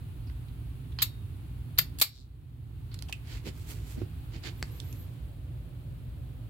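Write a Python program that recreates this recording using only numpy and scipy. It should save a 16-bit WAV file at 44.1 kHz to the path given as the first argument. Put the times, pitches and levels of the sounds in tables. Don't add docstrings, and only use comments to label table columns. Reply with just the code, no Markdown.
import sys
import numpy as np
from scipy import signal
from scipy.fft import irfft, next_fast_len
from scipy.io import wavfile
from scipy.ndimage import uniform_filter1d

SR = 44100
rng = np.random.default_rng(int(sys.argv[2]) if len(sys.argv) > 2 else 0)


def unload_wav(signal):
    wavfile.write(
        sys.argv[1],
        SR,
        np.round(np.clip(np.atleast_2d(signal).T, -1, 1) * 32767).astype(np.int16),
    )


N = 286297
TIME = np.arange(N) / SR


def from_db(db):
    return 10 ** (np.asarray(db) / 20)


def rms_one(x):
    return x / np.sqrt(np.mean(x ** 2) + 1e-20)


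def bins(size):
    return np.maximum(np.fft.rfftfreq(size, 1 / SR), 1)


def at_hz(points, hz):
    f, value = np.transpose(points)
    return np.interp(np.log(hz), np.log(f), value)


def edge_db(ratio):
    return -10 * np.log10(1 + ratio ** 6)


def panned(db):
    return from_db(np.array([[.5], [-.5]]) * db)


def die_away(t, t60):
    return np.exp(-np.log(1000) * t / t60)


def wobble(size, smooth):
    return rms_one(uniform_filter1d(rng.standard_normal(size), size=smooth))


def noise(colour_db, alike, size):
    mid, side = np.exp(2j * np.pi * rng.random((2, size // 2 + 1)))
    alike = np.clip(alike, -.99, .99)
    pair = np.sqrt(1 + alike) * mid + np.sqrt(1 - alike) * side * [[1], [-1]]
    return rms_one(irfft(pair * from_db(colour_db), size))


def burst(colour_db, decay, alike, attack=0, size=8192):
    t = TIME[:size]
    envelope = np.exp(-t / max(decay, 1e-4)) * (1 - np.exp(-t / max(attack, 1e-6))) ** 2
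    return rms_one(noise(colour_db, alike, size) * envelope) * np.sqrt(np.mean(envelope ** 2))


def add(out, s, sound):
    i = int(s * SR)
    out[:, i:i + sound.shape[1]] += sound[:, :N - i]


def ventilation(rumble_db=-40.5, air_db=-62.5):
    # (frequency [Hz], relative density [dB])
    duct_colour = [(18, -41.5), (36, -15.5), (56, 4), (74, -2), (100, 1), (125, -3), (155, -7.5),
                   (195, -23.5), (245, -17), (315, -23), (420, -30.5), (600, -40.5), (1200, -67)]
    air_colour = [(200, -16.5), (400, -5), (560, -11), (720, -5.5), (850, -7), (1300, -10), (2000, -12.5),
                  (2600, -10.5), (3200, -12), (4300, -15), (5700, -27), (8500, -20), (10400, -18.5),
                  (12000, -18.5), (15800, -17.5)]
    # (frequency [Hz], level [dB])
    fan_lines = [(59, -55), (119.5, -50.5), (314, -76)]
    # (frequency [Hz], likeness [0..1])
    likeness = [(60, 0.93), (130, 0.94), (290, 0.89), (640, 0.12), (1400, 0), (15000, 0)]
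    # (frequency [Hz], left minus right [dB])
    lean = [(60, -0.5), (130, -3.5), (290, -5.5), (640, -2), (1400, -7), (3100, 4), (6800, 1),
            (15000, -1.5)]
    # (time [s], gain of rumble and hum [dB], gain of hiss [dB])
    draught = [(0, 1.5, 2.5), (2.0, 1.5, 2), (2.6, 1.5, -0.5), (3.1, 0, 2.5), (4.8, 1, 5), (5.4, 1, 0.5),
               (6.49, 0.5, 0.9)]
    size = next_fast_len(N, True)
    hz = bins(size)
    alike = at_hz(likeness, hz)
    balance = np.array([[.5], [-.5]]) * at_hz(lean, hz)
    rumble = from_db(rumble_db) * noise(at_hz(duct_colour, hz) + balance, alike, size)[:, :N]
    air = from_db(air_db) * noise(at_hz(air_colour, hz) + balance, alike, size)[:, :N]
    hum = panned(-2.2) * sum(from_db(db) * np.sqrt(2) * np.sin(2 * np.pi * (f * TIME + rng.random()))
                             for f, db in fan_lines)
    s, low_db, hiss_db = np.transpose(draught)
    low = (rumble + hum) * from_db(np.interp(TIME, s, low_db))
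    return low + air * from_db(np.interp(TIME, s, hiss_db))


def air_bands(fade_s=.4):
    # (start [s], end [s], centre [Hz], width [Hz], level [dB])
    bands = [(0, 2.0, 10460, 490.5, -76.5), (4.7, 6.49, 560, 111, -67)]
    out, size = np.zeros((2, N)), next_fast_len(N, True)
    for start, end, centre_hz, width_hz, db in bands:
        fade = uniform_filter1d(1. * (TIME >= start) * (TIME <= end), size=int(fade_s * SR))
        colour = -20 * np.log10(1 + ((bins(size) - centre_hz) / width_hz) ** 2)
        out += from_db(db) * fade * noise(colour, alike=.17, size=size)[:, :N]
    return out


def touch(decay, centre_hz, peak_db, low_hz, top_hz, alike, octaves, size=8192):
    hz = bins(size)
    resonance = peak_db / (1 + (np.log2(hz / centre_hz) / octaves) ** 2)
    colour = resonance + edge_db(low_hz / hz) + edge_db(hz / top_hz)
    return burst(colour, decay, alike, attack=1 / top_hz)


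def scrapes():
    # (time [s], level [dB], decay [s], resonance [Hz])
    rubs = [(.27, -61, 0.027, 4800), (.298, -47, 0.0028, 1380), (.483, -59.5, 0.01, 4000),
            (.919, -55, .008, 3500), (.9875, -27.5, .0036, 4440), (.995, -35.5, .0065, 3180),
            (1.005, -38, 0.014, 4200), (1.776, -40, .014, 4400), (2.914, -55, 0.046, 4200),
            (4.436, -43.5, .01, 4600)]
    out = np.zeros((2, N))
    for s, db, decay, hz in rubs:
        scrape = touch(decay, hz, peak_db=15.5, low_hz=1000, top_hz=3900, alike=.17, octaves=.2)
        add(out, s, from_db(db) * scrape)
    return out * panned(-4.5)


def steel_ring(spread_db=2, size=22050):
    # (frequency [Hz], relative level [dB], t60 [s])
    steel = [(1723, -2.5, 0.12), (2110, -9.5, 0.12), (2700, -4.5, .12), (3500, -11, .17),
             (3630, -10, 0.075), (4166, -13.5, 0.15), (4310, -5.5, .12), (4450, -6.5, 0.21),
             (4700, -3, 0.1), (4820, -4.5, .1), (5400, -9, 0.24), (6050, -4, 0.081), (6800, 0, 0.091),
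             (7580, -2.5, 0.044), (9135, -3.5, 0.11), (10140, -5, 0.13), (11360, -5, .13),
             (11750, -15.5, .11), (13480, 0.5, .1), (13000, -6, 0.09), (13660, -5.5, .09),
             (15080, -1.5, .11)]
    hz, db, t60 = np.transpose(steel)[:, :, None]
    strength = from_db(db + spread_db * rng.standard_normal((2, len(steel), 1)))
    phase = 2 * np.pi * rng.random((2, len(steel), 1))
    t = TIME[:size]
    modes = strength * np.sin(2 * np.pi * hz * t + phase) * die_away(t, t60)
    return modes.sum(axis=1) / np.sqrt(np.sum(from_db(db) ** 2) / 2)


def contact(decay, treble_db, part_hz, ring_db=-18.5, hinge_hz=3000, part_db=8, part_octaves=.12):
    # (frequency [Hz], relative level [dB])
    crack = [(100, -30.5), (500, -27), (800, -15.5), (1150, -2), (1600, -6.5), (2200, -2), (2900, -2),
             (3500, 1.5), (4600, 1.5), (5900, -9.5), (7400, -3), (9000, -11.5), (11400, -8.5),
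             (16000, -11.5)]
    size = 8192
    hz = bins(size)
    part = part_db / (1 + (np.log2(hz / part_hz) / part_octaves) ** 2)
    tilt = treble_db * np.log2(1 + hz / hinge_hz)
    sound = from_db(ring_db) * steel_ring()
    sound[:, :size] += burst(at_hz(crack, hz) + part + tilt, decay, alike=-.05)
    return sound


def cylinder(lead_s=.0035, rebound_s=.0045, rebound_db=-6):
    # (time [s], level [dB], first touch [dB], decay [s], treble [dB/octave],
    # seat resonance [Hz], rebound resonance [Hz], knock [dB], zing [dB], zing lag [s])
    snaps = [ (1.0231, -16.5, -3, 0.0051, 1.5, 3860, 4030, -22.5, -1.5, .003),
             (1.7868, -14, -9.5, .004, -2.5, 4970, 2100, -21.5, -0.5, .0005),
             (2.0174, -3, -1, .0075, 2.5, 4550, 2330, -13, -3, .005)]
    # (frequency [Hz], relative level [dB])
    knock_colour = [(60, -15), (160, 2.5), (420, -5), (750, 5), (1100, -6.5), (2000, -14), (6000, -45)]
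    # (frequency [Hz], relative level [dB])
    zing_colour = [(9000, -46.5), (12400, -22.5), (12900, -1), (13170, 5.5), (13450, -2), (14000, -21),
                   (16000, -27)]
    # (time [s], level [dB])
    pawl = [(1.9867, -34), (1.999, -28)]
    # (time [s], frequency [Hz], level [dB], t60 [s])
    after_ring = [(1.0235, 3735, -53, .55), (2.0172, 4042, -42, .5), (2.0172, 3735, -46, .45),
                  (2.0172, 4454, -45, .5), (2.0172, 4615, -45, .45)]
    out, hz, t = np.zeros((2, N)), bins(8192), TIME[:SR]
    for s, db, touch_db, decay, treble_db, seat_hz, rebound_hz, knock_db, zing_db, zing_lag in snaps:
        gain = from_db(db) * panned(-1.2)
        add(out, s - lead_s, gain * from_db(touch_db) * contact(decay, treble_db + 3, part_hz=11300))
        add(out, s, gain * contact(decay, treble_db, seat_hz))
        add(out, s + rebound_s, gain * from_db(rebound_db) * contact(decay, treble_db, rebound_hz))
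        knock = burst(at_hz(knock_colour, hz), decay=.0023, alike=.56)
        add(out, s, gain * from_db(knock_db) * knock)
        zing = panned(12) * burst(at_hz(zing_colour, hz), decay=.0052, alike=.25)
        add(out, s + zing_lag, gain * from_db(zing_db) * zing)
    for s, db in pawl:
        add(out, s, from_db(db) * contact(decay=.0055, treble_db=7.5, part_hz=10700, ring_db=-9.5))
    for s, tone_hz, db, t60 in after_ring:
        tone = np.sin(2 * np.pi * tone_hz * t + [[0], [1]])
        add(out, s, from_db(db) * die_away(t, t60) * tone)
    return out


def rattle(level_db=-43, peak_s=2.17, half_length=.043, per_s=130, count=34):
    # (frequency [Hz], relative level [dB])
    loose_part = [(500, -27), (2900, -25), (3750, -2.5), (4700, -6.5), (6200, -16), (7500, -14.5),
                  (9000, -26), (16000, -27.5)]
    out, colour = np.zeros((2, N)), at_hz(loose_part, bins(8192))
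    jitter = rng.normal(0, .079, count)
    for s in peak_s + (np.arange(count) - count / 2 + jitter) / per_s:
        swell = np.exp(-.5 * ((s - peak_s) / half_length) ** 2)
        add(out, s, from_db(level_db) * swell * burst(colour, decay=.003, alike=0))
    return out


def clicks():
    # (time [s], level [dB], decay [s], resonance [Hz], its height [dB], low edge [Hz], pan [dB])
    ticks = [ (2.9423, -39, 0.0033, 4200, 6, 1100, -4), (2.990, -39, 0.0019, 4140, 17, 1800, -4),
             (3.0234, -33.5, 0.0014, 4170, 8.5, 200, -9.5), (3.0856, -46.5, 0.013, 2820, 15, 600, 0),
             (3.095, -44.5, 0.0059, 800, 23, 450, -10), (3.1253, -26.5, 0.004, 2570, 25, 1970, -2.5),
             (4.801, -33.5, 0.0017, 3800, 16, 2350, -10.5), (4.927, -47, 0.0022, 5000, -4, 2500, -16)]
    out = np.zeros((2, N))
    for s, db, decay, hz, peak_db, low_hz, pan_db in ticks:
        click = touch(decay, hz, peak_db, low_hz, top_hz=10200, alike=.099, octaves=.28)
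        add(out, s, from_db(db) * panned(pan_db) * click)
    return out


def sleeve(size=44100, grain_db=2):
    # (peak time [s], half length [s], swish [dB], hiss [dB], bump [dB])
    strokes = [ (3.331, 0.042, -50, -57.5, -59), (3.476, .017, -45.5, -52.5, -40),
               (3.599, 0.048, -64.5, -59, -80), (3.709, .025, -52.5, -48, -56.5),
               (3.77, 0.093, -62.5, -60, -56.5), (3.91, 0.036, -59.5, -53.5, -72),
               (4.003, .032, -59, -66, -47.5), (4.356, 0.021, -51.5, -74, -50.5),
               (4.469, 0.021, -41.5, -56, -47.5), (4.799, 0.22, -66, -64, -57.5)]
    # (frequency [Hz], relative level [dB])
    swish_colour = [(200, -14), (800, -0.5), (1200, -6), (2200, 4), (3400, 0.5), (4600, 1), (6000, -8.5),
                    (7300, -6.5), (9000, -28), (16000, -36)]
    hiss_colour = [(300, 1.5), (1500, -4.5), (4000, -5.5), (6000, -3.5), (7800, 0), (10000, -5),
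                   (12500, -1), (16000, -7)]
    grip_colour = [(100, -20), (200, -5), (330, -2), (500, -14), (900, -38), (2500, -90)]
    out, hz = np.zeros((2, N)), bins(size)
    t = TIME[:size] - TIME[size // 2]
    for s, half_length, swish_db, hiss_db, bump_db in strokes:
        swell = np.exp(-.5 * (t / half_length) ** 2)
        grain = rms_one(from_db(grain_db * wobble(size, smooth=90)))
        swish = from_db(swish_db) * noise(at_hz(swish_colour, hz), alike=.033, size=size)
        hiss = from_db(hiss_db) * noise(at_hz(hiss_colour, hz), alike=.05, size=size)
        bump = from_db(bump_db) * noise(at_hz(grip_colour, hz), alike=.8, size=size)
        add(out, s + t[0], swell * (grain * (swish + hiss) + bump))
    return out * panned(-4.7)


def thuds(decay_s=.0054):
    # (time [s], level [dB], resonance [Hz], top edge [Hz], pan [dB])
    blows = [(3.976, -26.5, 242, 600, -3), (4.017, -27, 319, 1880, -5.5)]
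    out = np.zeros((2, N))
    for s, db, hz, top_hz, pan_db in blows:
        thud = touch(decay_s, hz, peak_db=34, low_hz=150, top_hz=top_hz, alike=.72, octaves=.35)
        add(out, s, from_db(db) * panned(pan_db) * thud)
    return out


def squeak(level_db=-58.5, fade_s=.013, waver_hz=45, flutter_db=2.5):
    # (time [s], pitch [Hz])
    slides = [
        [(4.575, 12450), (4.595, 11800), (4.608, 10950)],
        [(4.712, 11250), (4.728, 12150), (4.748, 12350), (4.795, 11650)],
        [(4.83, 11600), (4.848, 11950), (4.89, 12120), (4.912, 12900), (4.957, 12050), (4.975, 12700),
         (5.015, 12150), (5.058, 11900)],
    ]
    out = np.zeros(N)
    for slide in slides:
        s, hz = np.transpose(slide)
        pitch = np.interp(TIME, s, hz) + waver_hz * wobble(N, smooth=100)
        fade = np.clip(np.minimum(TIME - s[0], s[-1] - TIME) / fade_s + .5, 0, 1)
        out += fade * np.sin(2 * np.pi * np.cumsum(pitch) / SR)
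    flutter = flutter_db * wobble(N, smooth=900)
    return out * from_db(level_db + flutter) * panned(.56)


def trigger(at_s=4.6272):
    # (frequency [Hz], level [dB], t60 [s])
    modes = [(200, -24.5, 0.011), (580, -37, 0.0096), (1700, -30.5, 0.01), (2050, -23, 0.0058),
             (4550, -26.5, 0.011), (5130, -29, 0.0055), (7900, -28, 0.0043), (11800, -28, 0.00082)]
    out, t = np.zeros((2, N)), TIME[:4096]
    for k, (hz, db, t60) in enumerate(modes):
        polarity = (-1) ** (k // 2)
        mode = polarity * die_away(t, t60) * np.sin(2 * np.pi * hz * t)
        add(out, at_s, from_db(db) * panned(0) * mode)
    return out


def lane(x, early_db, early_t60, late_db, late_t60, size=32768):
    t, hz = TIME[:size], bins(size)
    answer = 0
    for db, t60, wall_hz in [(early_db, early_t60, 12000), (late_db, late_t60, 5500)]:
        colour = -10 * np.log10(1 + (hz / wall_hz) ** 4)
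        echoes = noise(colour, alike=0, size=size) * die_away(t, t60) * (t > .004)
        answer = answer + from_db(db) * rms_one(echoes) / np.sqrt(size)
    return x + signal.fftconvolve(x, answer, axes=1)[:, :N]


def scene():
    snaps = lane(cylinder() + rattle(), early_db=-14.5, early_t60=.15, late_db=-29.5, late_t60=.33)
    handling = clicks() + scrapes() + thuds() + trigger() + sleeve() + squeak()
    handling = lane(handling, early_db=-14, early_t60=.14, late_db=-26.5, late_t60=.45)
    return snaps + handling + ventilation() + air_bands()


def limiter(x, threshold_db=-17.5, release_db_per_s=13):
    power = uniform_filter1d(np.mean(x ** 2, axis=0), size=900)
    level_db = 10 * np.log10(np.maximum(power, 1e-12))
    over_db = np.maximum(level_db - threshold_db, 0)
    release = release_db_per_s * TIME
    duck_db = np.maximum.accumulate(over_db + release) - release
    return x * from_db(-uniform_filter1d(duck_db, size=100))


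def record(dry, ceiling=.7, cutoff_hz=15900):
    rounded = ceiling * np.tanh(limiter(dry) / ceiling)
    low_pass = signal.ellip(10, .1, 80, cutoff_hz, fs=SR, output="sos")
    return signal.sosfilt(low_pass, rounded)


dry = scene()
out = record(dry)
unload_wav(out)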